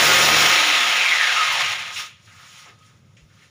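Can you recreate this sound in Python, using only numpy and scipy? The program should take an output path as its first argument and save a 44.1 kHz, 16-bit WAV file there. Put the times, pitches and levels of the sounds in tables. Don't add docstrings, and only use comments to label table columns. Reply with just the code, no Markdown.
import sys
import numpy as np
from scipy import signal
from scipy.fft import rfft, irfft, next_fast_len
from scipy.io import wavfile

SR = 44100
rng = np.random.default_rng(int(sys.argv[2]) if len(sys.argv) > 2 else 0)


def bounce(signal):
    frames = np.transpose(np.atleast_2d(signal))
    limited = np.clip(frames, -1, 1)
    pcm = np.round(limited * 32767).astype(np.int16)
    wavfile.write(sys.argv[1], SR, pcm)


def nominal_scale(level):
    x = np.asarray(level, float) / 20
    return 10 ** x


N = 154350

# pitch_hz, level_db (per Hz)
ROOM_TONE = [(40, -17.5), (65, -18), (100, 2.5), (160, -1.5), (260, -16), (700, -26), (3000, -33.5),
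             (7000, -33.5), (15500, -42)]
# time_s, level_db
ROOM_TONE_LEVEL = [(0, -66), (1.2, -66), (1.6, -50), (2.1, -56), (2.4, -54.5), (2.6, -59), (3.0, -51),
                   (3.5, -55)]
# start_s, peak_db, centre_hz, t60_s
TICKS = [(2.656, -53, 950, 0.35), (2.66, -55, 400, 0.43), (2.787, -50, 7000, .05),
         (2.826, -52, 2500, 0.082), (2.86, -51, 8000, .1), (3.167, -53.5, 2600, 0.28),
         (3.167, -54, 6200, 0.28), (1.96, -28, 3000, 0.45), (2.12, -59, 5550, .9),
         (2.272, -53.5, 1900, 0.69), (3.30, -61, 1700, 0.57), (3.42, -55, 2107, 0.307)]
# start_s, peak_db, pitch_hz, t60_s
BUMPS = [
    (1.66, -50, 105, 0.25),
    (3.216, -40, 102, 0.12),
]
# time_s, level_db, brightness_db
RUB = [(1.85, -66, 0), (1.94, -39, 8.5), (2.0, -28.5, 3.5), (2.06, -39.5, 4), (2.17, -59, -3),
       (2.262, -58, 9), (2.275, -50, -1), (2.43, -44.5, -1), (2.5, -48.5, 6), (2.6, -44, 2.5),
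       (2.69, -43.5, -5), (2.76, -60, 0), (2.85, -57.5, 5.5), (2.92, -55.5, -1), (3.02, -69.5, 3),
       (3.28, -69, 7.5), (3.43, -52, -0.5), (3.5, -63, 5)]
# pitch_hz, level_db (per Hz)
CLOTH = [(300, -19.5), (950, -3.5), (1250, 1.5), (2700, 2), (5000, 1.5), (7000, -1), (10000, -5.5),
         (15500, -14.5)]
# centre_s, length_s, level_db
CASING_RING = [
    (0.802, 0.29, -43),
    (1.423, 0.041, -30),
    (1.654, 0.028, -37),
    (1.817, .08, -50.5),
    (2.424, .05, -67),
    (2.654, 0.034, -61),
    (2.841, 0.046, -64.5),
]
# time_s, level_db
GRIND = [(0, -17.5), (.5, -15.5), (1.0, -18.5), (1.62, -19.5), (1.68, -22), (1.72, -20.5), (1.78, -28),
         (1.93, -34), (2.0, -54), (2.15, -73)]
# pitch_hz, level_db (per Hz)
CASING = [(150, -39), (350, -27), (750, -11), (1200, -9), (2200, -1.5), (4000, -4.5), (9000, -16.5),
          (15500, -27)]
# start_s, peak_db
CHATTER = [
    (1.445, -34),
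    (1.524, -22.5),
    (1.605, -27),
    (1.715, -50),
    (1.799, -41),
    (1.91, -48),
    (1.957, -53),
]
# time_s, pitch_hz, level_db
WHINE = [(0, 4146, -40), (.42, 4106, -42.5), (.52, 4326, -36), (.72, 3830, -28), (.9, 3022, -33),
         (1.0, 2530, -26), (1.1, 2200, -24.5), (1.22, 1837, -25), (1.38, 1340, -32), (1.5, 1080, -41.5),
         (1.6, 780, -33.5), (1.7, 550, -78)]
# time_s, level_db
HAMMER = [(0, -14.5), (.03, -12.5), (.3, -14.5), (.34, -15.5), (.4, -14.5), (.55, -19), (.68, -23),
          (1.0, -30.5), (1.3, -43), (1.7, -65), (1.8, -74.5)]
# pitch_hz, level_db (per Hz)
WALL = [(60, -22.5), (250, -11.5), (700, -3), (1200, -4), (2500, -4.5), (5000, 0), (9000, -8),
        (15500, -11.5)]
# multiple of the blow rate, level_db
THUD = [(1, -27.5), (1.4, -27.5), (2, -26), (3, -28), (5, -38), (6, -23)]
# centre_s, length_s, level_db
SQUEAL = [
    (0.121, .03, -53.5),
    (0.273, .04, -46),
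    (.40, .04, -50),
]
# pitch_hz, width_hz, level_db
MIC = [(1257, 150, 5.5), (2100, 50, 4), (2613, 130, 2), (3167, 69, 0.5), (4640, 1200, -6), (5606, 100, 3),
       (6200, 150, -9), (6700, 330, 3.5), (8090, 820, -14), (12960, 4100, -18.5), (15000, 900, 8.5)]


def rms_one(x):
    return x / np.sqrt(np.mean(x ** 2) + 1e-20)


def in_time(rows):
    time_s, *columns = np.transpose(rows)
    return [np.interp(np.arange(N) / SR, time_s, column) for column in columns]


def drift(rate_hz):
    pole = np.exp(-80 * np.pi * rate_hz / SR)
    noise = rng.standard_normal(N // 40 + 2002)
    slow = signal.lfilter([1], [1, -2 * pole, pole * pole], noise)[2000:]
    return np.interp(np.arange(N) / 40, np.arange(len(slow)), rms_one(slow))


def narrow(turns, width_hz):
    phase = 2 * np.pi * turns
    return rms_one(drift(width_hz) * np.sin(phase) + drift(width_hz) * np.cos(phase))


def coloured(x, spectrum, patchy_db):
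    hz = np.fft.rfftfreq(N, 1 / SR) + 1
    points = np.array(spectrum)
    shaped = rfft(x) * nominal_scale(np.interp(np.log(hz), np.log(points[:, 0]), points[:, 1]))
    place = np.clip(2 * np.log2(hz / 40), 0, 17)
    total = 0
    for k in range(18):
        band = irfft(shaped * np.clip(1 - abs(place - k), 0, 1), N)
        total = total + nominal_scale(patchy_db * drift(14)) * band
    return rms_one(total)


def burst(start_s, db, t60_s, low_hz, high_hz):
    t = np.arange(N) / SR - start_s
    edges = np.clip([low_hz, high_hz], 20, .45 * SR)
    band = signal.butter(2, edges, "band", fs=SR, output="sos")
    noise = rms_one(signal.sosfilt(band, rng.standard_normal(N)))
    rise = np.clip(t / .002, 0, 1)
    return noise * nominal_scale(db - 60 * np.clip(t, 0, 9) / t60_s) * rise


def swells(rows):
    t = np.arange(N) / SR
    return sum(nominal_scale(db) * np.exp(-((t - s) / length) ** 2) for s, length, db in rows)


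def room_tone():
    tone = coloured(rng.standard_normal(N), ROOM_TONE, patchy_db=2.5)
    return nominal_scale(in_time(ROOM_TONE_LEVEL)[0]) * tone


def handling():
    ticks = sum(burst(s, db, t60, hz * 0.7, hz * 1.25) for s, db, hz, t60 in TICKS)
    bumps = sum(burst(s, db, t60, hz * 0.42, hz * 0.86) for s, db, hz, t60 in BUMPS)
    return ticks + bumps


def rubbing():
    grains_per_s, grain_db, bright_above_hz = 2200, -13.5, 3100
    caught = rng.random(N) < grains_per_s / SR
    force = nominal_scale(3.2 * np.minimum(rng.exponential(1, N), 3))
    grains = caught * rng.standard_normal(N) * force
    source = rng.standard_normal(N) + nominal_scale(grain_db) * rms_one(grains)
    rub = coloured(source, CLOTH, patchy_db=1.2)
    db, bright_db = in_time(RUB)
    low = signal.sosfiltfilt(signal.butter(4, bright_above_hz, fs=SR, output="sos"), rub)
    return nominal_scale(db + 0.51 * drift(25)) * (low + nominal_scale(bright_db) * (rub - low))


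def casing_ring():
    mode_hz, width_hz = 1260, 60
    turns = mode_hz * np.arange(N) / SR
    return swells(CASING_RING) * (np.sin(2 * np.pi * turns) + narrow(turns, width_hz))


def grinding():
    rough = rng.standard_normal(N) * nominal_scale(1.2 * drift(90))
    grind = nominal_scale(in_time(GRIND)[0]) * coloured(rough, CASING, patchy_db=0.0)
    t60_s, low_hz, high_hz = 0.08, 4040, 17000
    chatter = sum(burst(s, db, t60_s, low_hz, high_hz) for s, db in CHATTER)
    return grind + chatter


def rotor():
    blades, width_hz, sideband_db = 13.0, 85, -7
    hum_db, hum_db_per_octave = -40, 27.5
    hz, db = in_time(WHINE)
    turns = np.cumsum(hz / blades) / SR
    whine = 0.83 * np.sin(2 * np.pi * blades * turns) + narrow(blades * turns, width_hz)
    wobble = 1 + 2 * nominal_scale(sideband_db) * np.cos(2 * np.pi * turns)
    hum = np.sin(2 * np.pi * turns) + .5 * narrow(turns, 5.2)
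    hum_level = nominal_scale(hum_db + hum_db_per_octave * np.log2(hz / hz.max()))
    return nominal_scale(db) * whine * wobble + hum * hum_level


def hammer():
    blows_hz, sag_hz_per_s, release_s = 76.55, 60, .45
    burst_share, decay_per_cycle = 0.2, 1.5
    thud_ends_s, thud_fade_s = 0.504, 0.026
    t = np.arange(N) / SR
    rate_hz = np.clip(blows_hz - sag_hz_per_s * np.clip(t - release_s, 0, 9), 5, 99)
    blows = np.cumsum(rate_hz) / SR
    strength = nominal_scale(rng.normal(0, 0.83, 400))[blows.astype(int)]
    bursts = rms_one(strength * np.exp(-decay_per_cycle * (blows % 1)))
    beat = 1 - burst_share + burst_share * bursts
    crush = coloured(beat * rng.standard_normal(N), WALL, patchy_db=-1.5)
    thud = 0
    for multiple, db in THUD:
        tone = np.sin(2 * np.pi * (multiple * blows + rng.random()))
        thud = thud + nominal_scale(db + 1.5 * drift(6)) * tone
    fade = np.minimum(t / 0.018, 1) / (1 + np.exp((t - thud_ends_s) / thud_fade_s))
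    squeal_hz, squeal_width_hz = 15300, 350
    squeal = swells(SQUEAL) * narrow(squeal_hz * t, squeal_width_hz)
    return nominal_scale(in_time(HAMMER)[0]) * crush + nominal_scale(-12.5) * fade * thud + squeal


def room(x):
    t60_s, tail_db, wall_cut_hz = 0.15, -4, 5000
    flutter_hz, flutter_gain = 180.5, .3
    size = next_fast_len(N + SR)
    w = 2 * np.pi * np.fft.rfftfreq(size, 1 / SR)
    dull = 1 / (1 + 1j * w / (2 * np.pi * wall_cut_hz))
    tail = 0
    for k, lag_s in enumerate(rng.uniform(.011, .033, 10)):
        loop = nominal_scale(-60 * lag_s / t60_s) * dull * np.exp(-1j * w * lag_s)
        tail = tail + (-1) ** k * loop / (1 - loop)
    tail = tail / np.sqrt(10)
    flutter = 1 / (1 - flutter_gain * dull * np.exp(-1j * w / flutter_hz))
    return irfft(rfft(x, size) * flutter * (1 + nominal_scale(tail_db) * tail), size)[:N]


def scene():
    side_db = -43.5
    background = room_tone()
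    sources = handling() + rubbing() + casing_ring() + grinding() + rotor() + hammer()
    mid = room(sources) + background
    side = nominal_scale(side_db + 5.9 * drift(5)) * mid * drift(40)
    return np.array([mid + side, mid - side])


def top_cut(x):
    return signal.sosfilt(signal.butter(12, 16890, fs=SR, output="sos"), x)


def record(dry):
    low_cut_hz, top_cut_hz = 53, 15490
    x = signal.sosfilt(signal.butter(3, low_cut_hz, "high", fs=SR, output="sos"), dry)
    for hz, width_hz, db in MIC:
        g, w = nominal_scale(db / 2), 2 * np.pi * hz / SR
        q = np.tan(np.pi * width_hz / SR)
        zeros = [1 + q * g, -2 * np.cos(w), 1 - q * g]
        poles = [1 + q / g, -2 * np.cos(w), 1 - q / g]
        x = signal.lfilter(zeros, poles, x)
    x = signal.sosfilt(signal.ellip(16, .5, 90, top_cut_hz, fs=SR, output="sos"), x)
    return top_cut(x)


dry = scene()
out = record(dry)
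bounce(out)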